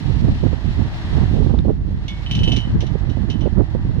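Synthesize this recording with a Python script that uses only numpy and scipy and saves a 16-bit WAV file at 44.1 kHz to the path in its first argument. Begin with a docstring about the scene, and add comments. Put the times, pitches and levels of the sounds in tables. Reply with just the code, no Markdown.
"""Idling tractor in a gusty field

A few metres away a diesel throbs and clatters, and the belts of its mounted harvester hiss.
Shaken by the engine, a loose steel part chatters and clinks; a clank and two dry ticks join in.
Gusts rumble and buffet on the two microphone ports, mostly on the right one."""
import sys
import numpy as np
from scipy import signal
from scipy.fft import irfft
from scipy.io import wavfile
from scipy.ndimage import uniform_filter1d

SR = 44100
rng = np.random.default_rng(int(sys.argv[2]) if len(sys.argv) > 2 else 0)


def file_out(sig):
    """Save sig as 16-bit WAV at sys.argv[1]."""
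    # one column per channel
    cols = np.atleast_2d(sig).T
    # limit, then scale
    lim = np.clip(cols, -1, 1)
    pcm = np.round(lim * 32767).astype(np.int16)
    wavfile.write(sys.argv[1], SR, pcm)


N = 176400
T = np.arange(N) / SR

# The machine's fader moves. Each row: time in seconds, engine clatter in dB, belt hiss in dB.
MACHINE_LEVELS = [(0, -38.5, -43), (0.599, -39, -45.5), (1.2, -34, -41.5), (1.45, -42.5, -46),
                  (1.8, -48.5, -57.5), (2.251, -39, -44.5), (2.8, -39.5, -49.5), (3.6, -42, -52),
                  (4.0, -41.5, -52.5)]


def from_db(db):
    """Decibels to gain."""
    return 10 ** (np.asarray(db) / 20)


def rms_one(x):
    """Scale to unit rms."""
    return x / np.sqrt(np.mean(x ** 2) + 1e-20)


def automation(points):
    """Join (seconds, value) points by straight lines."""
    return np.interp(T, *np.transpose(points))


def at_hz(points, hz):
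    """Read a curve on a log-frequency axis."""
    freqs, values = np.transpose(points)
    return np.interp(np.log(hz), np.log(freqs), values)


def drift(rate_hz):
    """Smooth random modulation with a spread of 1."""
    pole = np.exp(-80 * np.pi * rate_hz / SR)
    white = rng.standard_normal(N // 40 + 2002)
    slow = signal.lfilter([1], [1, -2 * pole, pole * pole], white)[2000:]
    return np.interp(np.arange(N) / 40, np.arange(len(slow)), rms_one(slow))


def decay(start, t60):
    """Envelope that jumps to 1, then falls 60 dB in t60 seconds."""
    return (T >= start) * np.exp(-np.log(1000) * np.maximum(T - start, 0) / t60)


def level_out(noise, samples):
    """Ride the gain to take the chance swells out of a noise."""
    return noise / np.sqrt(uniform_filter1d(noise * noise, samples) + 1e-12)


def bands(spectrum, white):
    """Split two white noises into (Hz, band) pairs shaped by a spectrum; total power 1."""
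    edges = np.geomspace(20, 16000, 27)
    centres = np.sqrt(edges[1:] * edges[:-1])
    octaves_above = np.maximum(np.log2(centres / spectrum[-1][0]), 0)
    octaves_below = np.maximum(np.log2(spectrum[0][0] / centres), 0)
    density_db = at_hz(spectrum, centres) - 24 * (octaves_above + octaves_below)
    gains = from_db(density_db) * np.sqrt(np.diff(edges))
    gains = gains / np.linalg.norm(gains)
    for k, hz in enumerate(centres):
        if gains[k] > 1e-4:
            bandpass = signal.butter(3, edges[k:k + 2], "band", fs=SR, output="sos")
            yield hz, gains[k] * rms_one(signal.sosfilt(bandpass, white[k % 2]))


def stereo_noise(spectrum, white):
    """Machine noise, centred in the lows and wide higher up."""
    # Stereo image. Each row: frequency in Hz, left-right correlation from -1 to 1.
    correlation = [(700, 0.92), (1200, 0.58), (2000, -0.59), (6500, 0.0094)]
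    noise = 0
    for hz, (mid, side) in bands(spectrum, white):
        alike = at_hz(correlation, hz)
        noise += np.sqrt((1 + alike) / 2) * mid + np.sqrt((1 - alike) / 2) * side * [[1], [-1]]
    return noise


def ring(start, hz, t60):
    """One decaying mode, struck with a short contact."""
    contact_s = 0.00029
    attack = np.clip((T - start) / contact_s, 0, 1) ** 2
    return attack * decay(start, t60) * np.sin(2 * np.pi * hz * (T - start))


def dense_modes(spectrum, modes_per_hz=0.032):
    """Many close steel modes at random pitches, each with its own phase on either side."""
    hz = np.arange(N // 2 + 1) * SR / N
    in_range = (hz > spectrum[0][0]) & (hz < spectrum[-1][0])
    present = in_range & (rng.random(len(hz)) < modes_per_hz * SR / N)
    gains = present * from_db(at_hz(spectrum, hz + 1))
    phases = np.exp(2j * np.pi * rng.random((2, len(hz))))
    return rms_one(irfft(gains * phases, N))


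def port_rumble(gusts):
    """Turbulence on one port: louder gusts are brighter, and the flow keeps faltering."""
    # Tone of a gust at neutral_db. Each row: frequency in Hz, relative density in dB.
    rumble_spectrum = [(22, -11.5), (50, 0.5), (120, -1.5), (200, -8.5), (350, -20.5), (600, -36),
                       (1200, -45.5)]
    neutral_db, brightening = -9.5, 0.28
    gust_db = automation(gusts)
    flutter_db = 2.5 * np.minimum(drift(20.3), 1)
    tilt_db_per_octave = brightening * (gust_db - neutral_db) + flutter_db
    rumble = 0
    for hz, band in bands(rumble_spectrum, rng.standard_normal((2, N))):
        octaves = np.clip(np.log2(hz / 100), 0, 3)
        rumble += band * from_db(octaves * tilt_db_per_octave)
    return level_out(rumble, samples=1500) * from_db(gust_db + flutter_db)


def buffets():
    """Single eddies thump and flutter on the windward port."""
    # Tone of a thump. 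Each row: frequency in Hz, relative density in dB.
    thump_spectrum = [(100, -9.5), (220, 5), (400, -3.5), (750, -16.5), (1200, -38)]
    # The eddies. Each row: centre in seconds, level in dB, half-length in seconds.
    eddies = [(0.285, -15, 0.0081), (0.436, -14, 0.0068), (0.468, -19, 0.0064), (0.532, -17, 0.0069),
              (1.178, -26, 0.016), (1.387, -21, 0.052), (1.543, -12, 0.0082), (1.657, -17.5, 0.0094),
              (1.695, -12, 0.024), (2.489, -17, 0.015), (2.533, -16, 0.012), (2.834, -21, 0.015),
              (2.955, -15.5, 0.007), (3.176, -18, 0.008), (3.469, -13.5, 0.016), (3.58, -17, 0.0066),
              (3.607, -12, 0.018), (3.754, -15.5, 0.0076)]
    noise = sum(band for _, band in bands(thump_spectrum, rng.standard_normal((2, N))))
    fluttering = level_out(noise * from_db(6 * drift(86)), samples=450)
    envelope = sum(from_db(db) * np.exp(-2 * ((T - s) / half) ** 4) for s, db, half in eddies)
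    return fluttering * envelope


def wind():
    """Gusts rumble on both ports; the right one faces the wind and takes the buffets."""
    # Gusts on the left and right port. Each row: time in seconds, level in dB.
    left_gusts = [(0, -32), (0.12, -32.5), (0.32, -15), (0.6, -45), (0.68, -25.5), (2.0, -26), (2.12, -40),
                  (2.41, -15.5), (2.62, -40), (2.75, -10.5), (2.86, -40.5), (3.65, -37.5), (3.8, -25)]
    right_gusts = [(0, -18), (0.15, -11.5), (0.29, -10.5), (0.39, -21), (0.45, -9), (0.53, -12.5),
                   (0.56, -19.5), (0.62, -22.5), (0.67, -10), (0.76, -20), (0.8, -10), (0.9, -26),
                   (1.1, -21), (1.17, -11.5), (1.7, -11.5), (1.75, -18.5), (1.97, -19.5), (2.14, -27),
                   (2.3, -22), (2.48, -9.5), (2.69, -18.5), (2.78, -14), (3.03, -17), (3.42, -15),
                   (3.6, -9), (3.67, -16.5), (4.0, -15.5)]
    return np.array([port_rumble(left_gusts), port_rumble(right_gusts) + buffets()])


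def belts():
    """The harvester's running belts hiss and rustle."""
    # Tone of the hiss. Each row: frequency in Hz, relative density in dB.
    hiss_spectrum = [(1500, -4), (2500, 3.5), (3700, 3), (4900, -5), (6200, -11.5), (7500, -21.5),
                     (11500, -26.5), (15000, -53.5)]
    level_db = automation([(s, db) for s, _, db in MACHINE_LEVELS])
    flicker_db = 1.06 * drift(28)
    hiss = stereo_noise(hiss_spectrum, rng.standard_normal((2, 2, N)))
    return hiss * from_db(level_db + flicker_db)


def ticks():
    """Short dry contacts: a bright resonance over a duller body that dies sooner."""
    # Each row: start in seconds, level in dB, bright pitch in Hz.
    contacts = [(1.5894, -25, 3680), (3.463, -34.5, 2750)]
    return sum(from_db(db) * (ring(s, hz, t60=0.011) + ring(s, hz=1400, t60=0.0046))
               for s, db, hz in contacts)


def frame_clank():
    """A second piece of the frame is struck once and rings."""
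    # Its modes. Each row: pitch in Hz, relative level in dB, time to fall 60 dB in seconds.
    modes = [(2206, -35.5, 0.5), (3460, -32.5, 0.23)]
    return sum(from_db(db) * ring(start=2.083, hz=hz, t60=t60) for hz, db, t60 in modes)


def loose_steel():
    """Each blow sets off a buzzing ring, a bright crash and a sizzle; the clank shares their pan."""
    # The blows. Each row: start in seconds, strength in dB, crash boost in dB.
    blows = [(2.081, -27.5, 7), (2.263, -24, -29), (2.3116, -14.5, -3), (2.35, -22.5, 6.5),
             (2.391, -19.5, -6), (2.4331, -13.5, -5), (2.4772, -15.5, -5.5), (2.5182, -15.5, 0),
             (2.5633, -17.5, 3), (2.603, -23.5, -10), (2.8053, -32, 13.5), (2.8643, -37, 10),
             (3.0944, -36, 4.5), (3.2992, -24.5, 4.5), (3.4077, -32, 3)]
    # The part's main modes. Each row: pitch in Hz, relative level in dB.
    modes = [(2632, -15.5), (2885, -23), (2970, -4), (3090, -4.5), (3461, -20.5), (3822, -17), (5426, -25),
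             (5652, -29)]
    # Dense upper modes, and tiny contacts between blows. Each row: frequency in Hz, relative level in dB.
    crash_spectrum = [(1500, -6.5), (2700, 6), (3600, 7), (4600, -4.5), (5900, 1), (7400, -22),
                      (15000, -37)]
    sizzle_spectrum = [(3200, 0.5), (11700, -4), (15000, -25)]
    ring_trim_db, crash_trim_db, sizzle_trim_db = -4.5, -13, -23.5
    crash_attack_s, buzz_hz = 0.0014, 96
    pan_db, right_lag_s = 1.2, 0.0001
    clink = sum(from_db(db + ring_trim_db) * ring(0, hz, t60=0.23) for hz, db in modes)
    crash_shape = np.minimum(T / crash_attack_s, 1) * decay(0, t60=0.13)
    ringing, crash_power, sizzle_power = np.zeros((3, N))
    for s, strength_db, boost_db in blows:
        start = int(s * SR)
        ringing[start:] += from_db(strength_db) * clink[:N - start]
        crash_gain = from_db(strength_db + boost_db + crash_trim_db)
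        crash_power[start:] += (crash_gain * crash_shape[:N - start]) ** 2
        sizzle_gain = from_db(2 * strength_db + sizzle_trim_db)   # only hard blows shake much
        sizzle_power += (sizzle_gain * decay(s, t60=0.35)) ** 2
    buzz = 1 + 0.29 * drift(buzz_hz)   # the part rattles in its loose seat
    ringing = ringing * buzz + frame_clank()
    stereo_ring = np.array([ringing, np.interp(T - right_lag_s, T, ringing)])
    flicker_db = 2 * drift(buzz_hz)
    sizzle = np.sqrt(sizzle_power) * from_db(flicker_db) * dense_modes(sizzle_spectrum)
    crash = np.sqrt(crash_power) * dense_modes(crash_spectrum)
    return (stereo_ring + crash + sizzle) * from_db([[-pan_db], [pan_db]])


def diesel():
    """Low exhaust tones under clatter that partly repeats each engine cycle and swells at each firing."""
    # Exhaust tones. Each row: pitch in Hz, mid level in dB.
    exhaust_tones = [(47.7, -38), (95.4, -44.5), (327, -53)]
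    # Tone of the clatter. Each row: frequency in Hz, relative density in dB.
    clatter_spectrum = [(60, 13.5), (300, 7.5), (450, -5), (750, 5.5), (1300, -5.5), (1950, 3),
                        (2500, -34.5)]
    firing_hz, firings_per_cycle, speed_wander = 47.48, 4, 0.003
    repeating_share, knock_depth = 0.22, 0.077
    clock = T + np.cumsum(speed_wander * drift(1.5)) / SR
    cycle_sample = (clock % (firings_per_cycle / firing_hz) * SR).astype(int)
    repeating = np.sqrt(repeating_share) * rng.standard_normal((2, 2, N))[..., cycle_sample]
    fresh = np.sqrt(1 - repeating_share) * rng.standard_normal((2, 2, N))
    clatter = stereo_noise(clatter_spectrum, repeating + fresh)
    knock = 1 + knock_depth * np.cos(2 * np.pi * firing_hz * clock)
    clatter_db = automation([(s, db) for s, db, _ in MACHINE_LEVELS])
    exhaust = 0
    for hz, db in exhaust_tones:
        swell_db = 4.9 * drift(0.43)
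        exhaust += from_db(db + swell_db) * np.sqrt(2) * np.sin(2 * np.pi * (hz * clock + rng.random()))
    return clatter * knock * from_db(clatter_db) + exhaust


def scene():
    """Wind on the ports, the machine ahead."""
    return wind() + diesel() + belts() + loose_steel() + ticks()


def record(dry):
    """Soft-clip the hardest peaks and cut the very top."""
    rounded = dry / (1 + dry ** 4) ** 0.25
    high_cut = signal.cheby2(12, 70, 15600, fs=SR, output="sos")
    return signal.sosfilt(high_cut, rounded)


dry = scene()
out = record(dry)
file_out(out)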